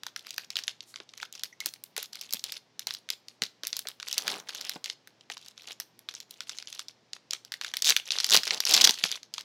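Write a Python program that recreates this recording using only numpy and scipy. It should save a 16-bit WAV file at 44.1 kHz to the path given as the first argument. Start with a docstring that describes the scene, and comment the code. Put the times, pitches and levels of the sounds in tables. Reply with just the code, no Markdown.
"""Hands peel a thin plastic sleeve off a flat keyboard, close to the microphone in a small bedroom.
Buckling creases snap as damped bands of noise; tiny facets ring at random as a fine crinkle over a rustle.
Near the end three hard tugs and three fast rips release the film in runs of slips; taut patches ping.
The keyboard knocks as damped modes, the sleeve scrapes in grainy drags, and fingertips brush a high hiss.
A short diffuse tail with two distinct reflections forms the room, over quiet air noise and a faint hum."""
import sys
import numpy as np
from scipy import signal
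from scipy.fft import rfft, irfft
from scipy.io import wavfile
from scipy.ndimage import uniform_filter1d, minimum_filter1d

SR = 44100
rng = np.random.default_rng(int(sys.argv[2]) if len(sys.argv) > 2 else 0)


def pcm_store(signal):
    """Save signal as 16-bit PCM."""
    levels = np.round(np.clip(np.atleast_2d(signal), -1, 1) * 32767)
    wavfile.write(sys.argv[1], SR, levels.astype(np.int16).T)


N = 416304
TIME = np.arange(N) / SR  # [s]

# creases that snap distinctly, loud ones and faint isolated ones:
# (time [s], level of the ring [dB], wide flexing of the sheet [dB re ring], crisp tick [dB re ring])
CREASES = [(0.0342, -22, -19, -20.5), (0.066, -19, -16, -23), (0.162, -17.5, -15.5, -23.5),
           (0.268, -28, -14, -20), (0.3064, -19.5, -31, -21), (0.3805, -14.5, -13, -17),
           (0.5038, -18, -27.5, -26), (0.5563, -13.5, -26.5, -36), (0.5678, -10, -22.5, -27),
           (0.5885, -18, -17, -23), (0.637, -20.5, -31, -27), (0.6797, -10, -22.5, -30.5),
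           (0.8061, -22, -41, -62), (0.9408, -29, -14.5, -31), (0.959, -21, -23, -54),
           (1.0015, -27, -17, -49), (1.0907, -32, -36, -52), (1.1363, -31.5, -15.5, -31),
           (1.1766, -29, -24, -21), (1.2004, -32.5, -7.5, -27), (1.2288, -20, -9.5, -28),
           (1.3257, -25.5, -50, -17), (1.435, -13, -24.5, -16.5), (1.6035, -18, -28, -20),
           (1.6594, -11, -26.5, -10.5), (1.7378, -25, -26, -16), (1.8379, -27.5, -31, -4),
           (1.9649, -18.5, -15.5, -14.5), (1.9783, -15.5, -31, -15), (2.0279, -22.5, -18.5, -7.5),
           (2.1547, -23.5, -21.5, -19.5), (2.212, -19.5, -49, -17), (2.3258, -17, -27.5, -13),
           (2.3353, -10.5, -33.5, -9.5), (2.394, -24, -53, -26), (2.44, -13.5, -31, -16.5),
           (2.5212, -17.5, -24, -15.5), (2.7937, -16.5, -27, -17), (2.87, -11.5, -27, -19.5),
           (2.9076, -15, -21.5, -29), (2.9384, -20.5, -42, -18), (3.0891, -22, -15, -25),
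           (3.1025, -9.5, -28.5, -19.5), (3.2837, -24.5, -29, -27), (3.4199, -8.5, -18.5, -27),
           (3.4358, -12, -26.5, -24.5), (3.6346, -17.5, -20, -26), (3.6506, -22, -21, -35),
           (3.6698, -13.5, -26.5, -11.5), (3.7294, -11.5, -26.5, -39), (3.7671, -14.5, -31, -14),
           (3.7913, -17, -27, -10), (3.871, -17.5, -23, -28), (3.8856, -19.5, -25.5, -11.5),
           (3.9998, -23, -17, -31), (4.0277, -20, -19, -34), (4.0843, -18, -27.5, -18.5),
           (4.128, -11.5, -35, -21.5), (4.1799, -6, -25.5, -16.5), (4.2791, -9.5, -15.5, -21.5),
           (4.4914, -18.5, -18.5, -25), (4.5484, -20, -22, -18), (4.6109, -18.5, -24, -21),
           (4.6943, -12.5, -22, -17.5), (4.8424, -16, -28, -25), (4.8587, -18, -18, -25),
           (4.899, -14, -22, -37), (5.0734, -35.5, -11, -13), (5.2094, -35, -32, -73),
           (5.2998, -23, -9, -27), (5.3694, -26, -17, -37), (5.4833, -28, -38, -19),
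           (5.5777, -28, -26, -53), (5.8004, -16.5, -23, -13.5), (5.9913, -37.5, -20, -6.5),
           (6.0879, -16.5, -20.5, -31), (6.1503, -21.5, -38, -39), (6.2025, -23.5, -30, -22),
           (6.3089, -27.5, -37, -11.5), (6.4055, -18.5, -17, -28), (6.4944, -16.5, -23.5, -29),
           (6.5854, -18.5, -26, -33), (6.625, -25.5, -19, -31), (6.6728, -21.5, -24.5, -57),
           (6.7273, -22.5, -25, -25), (6.793, -17, -21.5, -24.5), (6.8838, -22, -36, -29),
           (7.1324, -17, -30, -35), (7.3084, -12, -42, -27), (7.3331, -11, -26, -24.5),
           (7.449, -28.5, -27, -21), (7.5203, -17, -18, -21), (7.5395, -20.5, -12.5, -21),
           (7.6124, -16.5, -16.5, -29), (7.646, -18, -12.5, -26), (7.738, -14.5, -16, -24),
           (7.7687, -11, -24, -17), (7.8217, -6.5, -35, -21.5), (7.9645, -3, -18.5, -23),
           (8.1061, -7, -34, -58), (8.1194, -8.5, -31, -38), (8.1857, -8, -29, -40), (8.2016, -8, -23, -28),
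           (8.2439, -4.5, -29.5, -24), (8.265, -16, -26, -15.5), (8.4335, -12.5, -21, -27),
           (8.4768, -10.5, -20, -28), (8.5073, -5, -18.5, -51), (8.6036, -5.5, -26.5, -20),
           (8.6522, -6.5, -36, -22), (8.873, 1.5, -23, -24), (8.8934, -2, -23.5, -24),
           (9.0387, -1, -20, -30), (9.2309, -26.5, -26.5, -30), (9.3391, -16.5, -35, -25),
           (9.3807, -16, -19, -33.5)]
# spells in which the fingers work the film: (start [s], end [s], crinkle level before film colour [dB])
WORKED_SPELLS = [(0.17, 0.46, -57.5), (0.57, 0.63, -54), (1.171, 1.26, -52), (1.33, 1.42, -53.5),
                 (1.6, 1.69, -56.5), (1.969, 2.059, -45.5), (2.129, 2.349, -52.5), (2.44, 2.579, -48),
                 (2.87, 2.991, -52.5), (3.66, 3.8, -71), (4.07, 4.28, -44.5), (4.279, 4.35, -37.5),
                 (4.35, 4.41, -48), (4.472, 4.778, -48), (4.85, 4.92, -51.5), (5.3, 5.351, -47),
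                 (5.361, 5.519, -60), (5.56, 5.661, -58.5), (5.669, 5.731, -45.5), (6.091, 6.19, -56.5),
                 (6.29, 6.471, -63), (6.47, 6.61, -53.5), (6.681, 6.82, -52.5), (7.62, 7.72, -47),
                 (8.054, 8.3, -42), (8.43, 8.581, -40), (8.659, 8.91, -31.5), (8.921, 9.022, -44.5),
                 (9.025, 9.071, -37), (9.071, 9.179, -41), (9.33, 9.428, -55)]
# tugs that pull the sleeve off in a run of snaps:
# (start [s], end [s], time between snaps [s], mean snap level at full tension [dB])
PULLS = [(7.845, 7.909, .0065, -2), (8.289, 8.375, .0092, 0), (8.685, 8.784, .013, -3.5)]


def undb(db):
    """Decibels express amplitude ratios on a logarithmic scale; this returns the linear gain."""
    return 10 ** (np.asarray(db) / 20)


def unit(x):
    """Root-mean-square normalisation: scale x to an rms of one."""
    return x / np.sqrt(np.mean(x ** 2))


def pack(x, seconds):
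    """Energy normalisation: give a short sound the energy of rms one held for so many seconds."""
    return x * np.sqrt(seconds * SR / np.sum(x ** 2))


def add(out, s, x):
    """Superposition: mix x into out from time s on."""
    i = max(int(s * SR), 0)
    out[i:i + len(x)] += x[:max(N - i, 0)]


def band(x, lo_hz, hi_hz, order=2):
    """Causal band-pass filtering: a resonant band responds only after its excitation."""
    edges_hz = [lo_hz, min(hi_hz, SR / 2 - 1000)]
    return signal.lfilter(*signal.butter(order, edges_hz, "band", fs=SR), x)


def colour(x, points):
    """Spectral shaping: weight x by gains (frequency [Hz], gain [dB]) joined on a log-frequency axis."""
    hz, db = np.transpose(points)
    f = np.arange(len(x) // 2 + 1) * SR / len(x)
    gain_db = np.interp(np.log(f + 1), np.log(hz), db)
    return irfft(rfft(x) * undb(gain_db), len(x))


def burst(rise_s, decay_s, size=512):
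    """Impulsive excitation: a jolt of noise that swells fast and dies away exponentially."""
    t = TIME[:size]
    return rng.standard_normal(size) * (1 - np.exp(-t / rise_s)) * np.exp(-t / decay_s)


def swells(rows):
    """Gaussian envelopes: a bell-shaped rise and fall for each (middle [s], length [s], level [dB])."""
    return sum(undb(db) * np.exp(-(2 * (TIME - s) / length) ** 2) for s, length, db in rows)


def facet(hz, size=256):
    """Modal superposition: a facet flips and a few scattered modes die within a millisecond or two."""
    t, ring_s = TIME[:size], .0005
    modes_hz = np.minimum(hz * np.exp(.3 * rng.standard_normal((4, 1))), .42 * SR)
    strengths = rng.standard_normal(modes_hz.shape)
    ring = np.sum(strengths * np.sin(2 * np.pi * modes_hz * t), axis=0)
    return unit(ring * np.exp(-t / ring_s) * (1 - np.exp(-4 * t / ring_s)))


def snap(level_db, flex_db, tick_db, rise_s=0.000069, decay_s=0.0014, spread=1.554, detune=0.15, facet_db=-9):
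    """Snap-through buckling: a crease flips, its small facet rings, the sheet flexes and the fold ticks."""
    jolt = burst(rise_s, decay_s)
    ring_shift, flex_shift = np.exp(detune * rng.standard_normal(2))
    # a wide crease flexes more and rings lower, a tight one ticks more and rings higher
    ring_hz = 3900 * np.exp(0.014 * tick_db - 0.018 * flex_db) * ring_shift
    crack = unit(band(jolt, ring_hz / spread, ring_hz * spread, order=1))
    ring = band(crack + undb(facet_db) * facet(ring_hz, size=512), 3200, 6330)
    flex = band(band(jolt, 1300 * flex_shift, 2500 * flex_shift), 400, 2600)
    tick = band(jolt, 8980, 14850)
    flexing = undb(flex_db) * pack(flex, 0.0021)
    ticking = undb(tick_db) * pack(tick, 0.0012)
    return undb(level_db) * (pack(ring, 0.00015) + flexing + ticking)


def snaps(chance=.4, follow_s=.006, follow_db=-11):
    """Triggered release: a buckling crease may set off a neighbouring one a few milliseconds later."""
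    out = np.zeros(N)
    draws = rng.random((len(CREASES), 2))
    for (s, db, flex_db, tick_db), (draw, lag) in zip(CREASES, draws):
        add(out, s, snap(db, flex_db, tick_db))
        if draw < chance:
            add(out, s + follow_s * (.5 + lag), snap(db + follow_db, flex_db, tick_db))
    return out


def volley(times, level_db, scatter_db):
    """Statistical variation: ordinary creases snap, each with a size and colour of its own."""
    mean_flex_db, mean_tick_db, colour_scatter_db = -27.5, -24, 3.5
    out = np.zeros(N)
    size, flex, tick = np.clip(rng.standard_normal((len(times), 3)).T, -2, 2)
    levels_db = level_db + scatter_db * size
    flexes_db = mean_flex_db + colour_scatter_db * flex
    ticks_db = mean_tick_db + colour_scatter_db * tick
    for s, db, flex_db, tick_db in zip(times, levels_db, flexes_db, ticks_db):
        add(out, s, snap(db, flex_db, tick_db))
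    return out


def small_snaps(per_s=26, base_db=-30.5, base_crinkle_db=-50, growth=0.75, scatter_db=6):
    """Random buckling: further creases give way, the louder the harder the film is worked."""
    out = np.zeros(N)
    for start, end, db in WORKED_SPELLS:
        count = int(per_s * (end - start)) + 1
        # one random moment in each equal share of the spell
        times = start + (end - start) * (np.arange(count) + rng.random(count)) / count
        # growth is in dB of snap per dB of crinkle
        out += volley(times, base_db + growth * (db - base_crinkle_db), scatter_db)
    return out


def tugs(slack_db=-9, build_s=0.05, jitter=0.1, scatter_db=2.5):
    """Stick-slip: the pulled sleeve catches and lets go repeatedly, harder as the tension builds up."""
    out = np.zeros(N)
    for start, end, gap_s, db in PULLS:
        times = np.arange(start, end, gap_s)
        slack = np.maximum(1 - (times - start) / build_s, 0)
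        # jitter is a share of the gap
        times = times + jitter * gap_s * rng.standard_normal(len(times))
        out += volley(times, db + slack_db * slack, scatter_db)
    return out


def rips(slip_s=.0011):
    """Rapid stick-slip: stuck film lets go in slips so close that their snaps run together."""
    # the film rips free: (start [s], end [s], level of each slip's ring [dB])
    tears = [(8.7384, 8.745, -3.5), (8.8107, 8.819, -6), (8.8413, 8.8516, 0.5)]
    out = np.zeros(N)
    for start, end, db in tears:
        for s in np.arange(start, end, slip_s):
            add(out, s + 0.18 * slip_s * rng.standard_normal(), snap(db, flex_db=-29.5, tick_db=-25))
    return out


def stirrings(settle_s=.035, settle_db=-36, pull_db=-28, lag_s=.014):
    """Relaxation: film moves when worked, after each listed snap and just behind each tug's snaps."""
    # rows as for the worked spells; settling and pulled levels follow those of the snaps
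    settling = [(s, s + settle_s, db + settle_db) for s, db, _, _ in CREASES]
    pulled = [(start + lag_s, end + lag_s, db + pull_db) for start, end, _, db in PULLS]
    return list(WORKED_SPELLS) + settling + pulled


def crinkle(per_s=420, scatter_db=7.0, facet_hz=4100, octaves=0.43, rustle_db=-6):
    """Crackling noise: tiny facets tick at random in size and pitch, over the rustle of film on film."""
    # radiation of the film: (frequency [Hz], gain [dB])
    film_spectrum = [(80, -50), (400, 5.5), (1700, -3), (3200, 2.5), (6000, -0.5), (8800, -8), (11000, -2),
                     (16000, -21)]
    out = np.zeros(N)
    for start, end, db in stirrings():
        times = rng.uniform(start, end, int(per_s * (end - start)) + 2)
        size, pitch = np.clip(rng.standard_normal((len(times), 2)).T, -2, 2)
        shares = unit(undb(scatter_db * size)) * undb(db)
        pitches_hz = facet_hz * 2 ** (octaves * pitch)
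        for s, share, hz in zip(times, shares, pitches_hz):
            add(out, s, share * pack(facet(hz), (end - start) / len(times)))
    # the surfaces rub wherever facets are moving
    motion = np.sqrt(np.abs(uniform_filter1d(out ** 2, int(0.0091 * SR))))
    rustle = motion * unit(band(rng.standard_normal(N), 1100, 11000, order=1))
    return colour(out + undb(rustle_db) * rustle, film_spectrum)


def pings(decay_s=.005, spread=1.047, overtone=2.97, overtone_db=-7):
    """Membrane resonance: a short slip makes taut film ring roughly, a tiny drumhead with one overtone."""
    # patches pulled taut: (time [s], level [dB], pitch [Hz])
    taut_patches = [(1.526, -49, 1992), (1.604, -36, 2110)]
    out = np.zeros(N)
    for s, db, hz in taut_patches:
        slip = burst(.0005, decay_s, size=4096)
        for mode_hz, mode_db in [(hz, 0), (hz * overtone, overtone_db)]:
            mode = band(slip, mode_hz / spread, mode_hz * spread)
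            add(out, s, undb(db + mode_db) * pack(mode, 0.006))
    return out


def brushes():
    """Friction noise: a fingertip on smooth film gives only a fine, high hiss."""
    # strokes: (middle [s], length [s], level [dB])
    strokes = [(.9, 0.063, -57.5), (3.32, 0.086, -74)]
    return swells(strokes) * unit(band(rng.standard_normal(N), 3500, 11000))


def knocks(decay_s=0.0052, spread=1.445, overtone=2.11, overtone_db=-1, contact_db=-2, contact_hz=1400):
    """Damped bending modes: a contact clack excites the keyboard, whose two modes the grip soon damps."""
    # knocks on the keyboard and the taut sleeve: (time [s], level [dB], pitch [Hz])
    impacts = [(1.0015, -58, 490), (1.662, -57, 435), (1.977, -48.5, 660), (2.341, -57.5, 241.2),
               (2.870, -52.5, 820), (3.42, -49, 210), (3.634, -58, 505), (3.853, -57, 609.7),
               (4.759, -50, 268), (5.301, -54.5, 750), (8.37, -50, 204), (8.894, -43.5, 330),
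               (9.038, -50.5, 222.8)]
    out = np.zeros(N)
    for s, db, hz in impacts:
        push = burst(0.00018, decay_s, size=2048)
        clack = band(burst(0.00064, 0.0054), contact_hz / 2, contact_hz * 2)
        add(out, s, undb(db + contact_db) * pack(clack, 0.014))
        for mode_hz, mode_db in [(hz, 0), (hz * overtone, overtone_db)]:
            mode = band(push, mode_hz / spread, mode_hz * spread)
            add(out, s, undb(db + mode_db) * pack(mode, 0.081))
    return out


def drags(per_s=450, scatter_db=1.0):
    """Stick-slip friction: random catches along the case make it answer with a low, grainy scrape."""
    # slides of the sleeve over the keyboard: (middle [s], length [s], level [dB])
    slides = [(4.31, 0.15, -42.5), (4.608, 0.38, -59), (5.695, 0.032, -54), (7.9, 0.051, -46),
              (8.348, 0.089, -39.5), (8.537, 0.091, -44.5), (8.749, 0.1, -38), (8.852, 0.084, -37)]
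    # response of the case: (frequency [Hz], relative gain [dB])
    case_spectrum = [(60, -29.5), (180, 1), (750, 6), (1800, -2), (6000, -19)]
    sizes = undb(scatter_db * np.clip(rng.standard_normal(N), -2, 2))
    signs = rng.choice([-1, 1], N)
    catches = signs * sizes * (rng.random(N) < per_s / SR)
    return swells(slides) * unit(colour(catches, case_spectrum))


def room(x, t60_s=0.24, tail_db=-17, build_s=0.0017, size=12000):
    """Reverberation: a short diffuse tail, soaked up by bedding, starts at once; two reflections stand in it."""
    # distinct reflections: (delay [s], level [dB])
    reflections = [(.0094, -31.5), (0.0221, -26)]
    t = TIME[:size]
    decay = np.exp(-np.log(1000) * t / t60_s)  # 60 dB down after t60_s
    tail = rng.standard_normal(size) * (1 - np.exp(-t / build_s)) * decay
    tail = band(tail, 140, 18000, order=1)
    response = undb(tail_db) * tail / np.sqrt(np.sum(tail ** 2))
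    for s, db in reflections:
        response[int(s * SR)] += undb(db)
    return x + signal.fftconvolve(x, response)[:N]


def hush(air_db=-66.5, hum_db=-79.5, hum_hz=118):
    """Stationary background: coloured noise for quiet room air, and a sine for the faint hum."""
    # room air: (frequency [Hz], relative gain [dB])
    air_spectrum = [(30, -24), (75, -18), (112, -5), (220, -1.5), (850, -7), (1300, -12), (5500, -13.5),
                    (9000, -33), (16000, -43.5)]
    air = unit(colour(rng.standard_normal(N), air_spectrum))
    hum = unit(np.sin(2 * np.pi * hum_hz * TIME))
    return undb(air_db) * air + undb(hum_db) * hum


def scene():
    """Linear superposition: all handling sounds excite the room, and the background is added."""
    film = snaps() + small_snaps() + tugs() + rips() + crinkle() + pings() + brushes()
    return (room(film + knocks() + drags()) + hush())[None]


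def record(dry, ceiling=0.67, low_hz=65, top_hz=16100, size=45):
    """Peak limiting and band limits: loud peaks are held down, deep bass thinned and the top cut."""
    needed = np.minimum(1, ceiling / (np.abs(dry) + 1e-9))
    # hold the lowest gain over size samples, then smooth it
    gain = uniform_filter1d(minimum_filter1d(needed, size), size)
    thinned = signal.lfilter(*signal.butter(2, low_hz, "high", fs=SR), dry * gain)
    return signal.sosfilt(signal.ellip(8, .2, 70, top_hz, fs=SR, output="sos"), thinned)


dry = scene()
out = record(dry)
pcm_store(out)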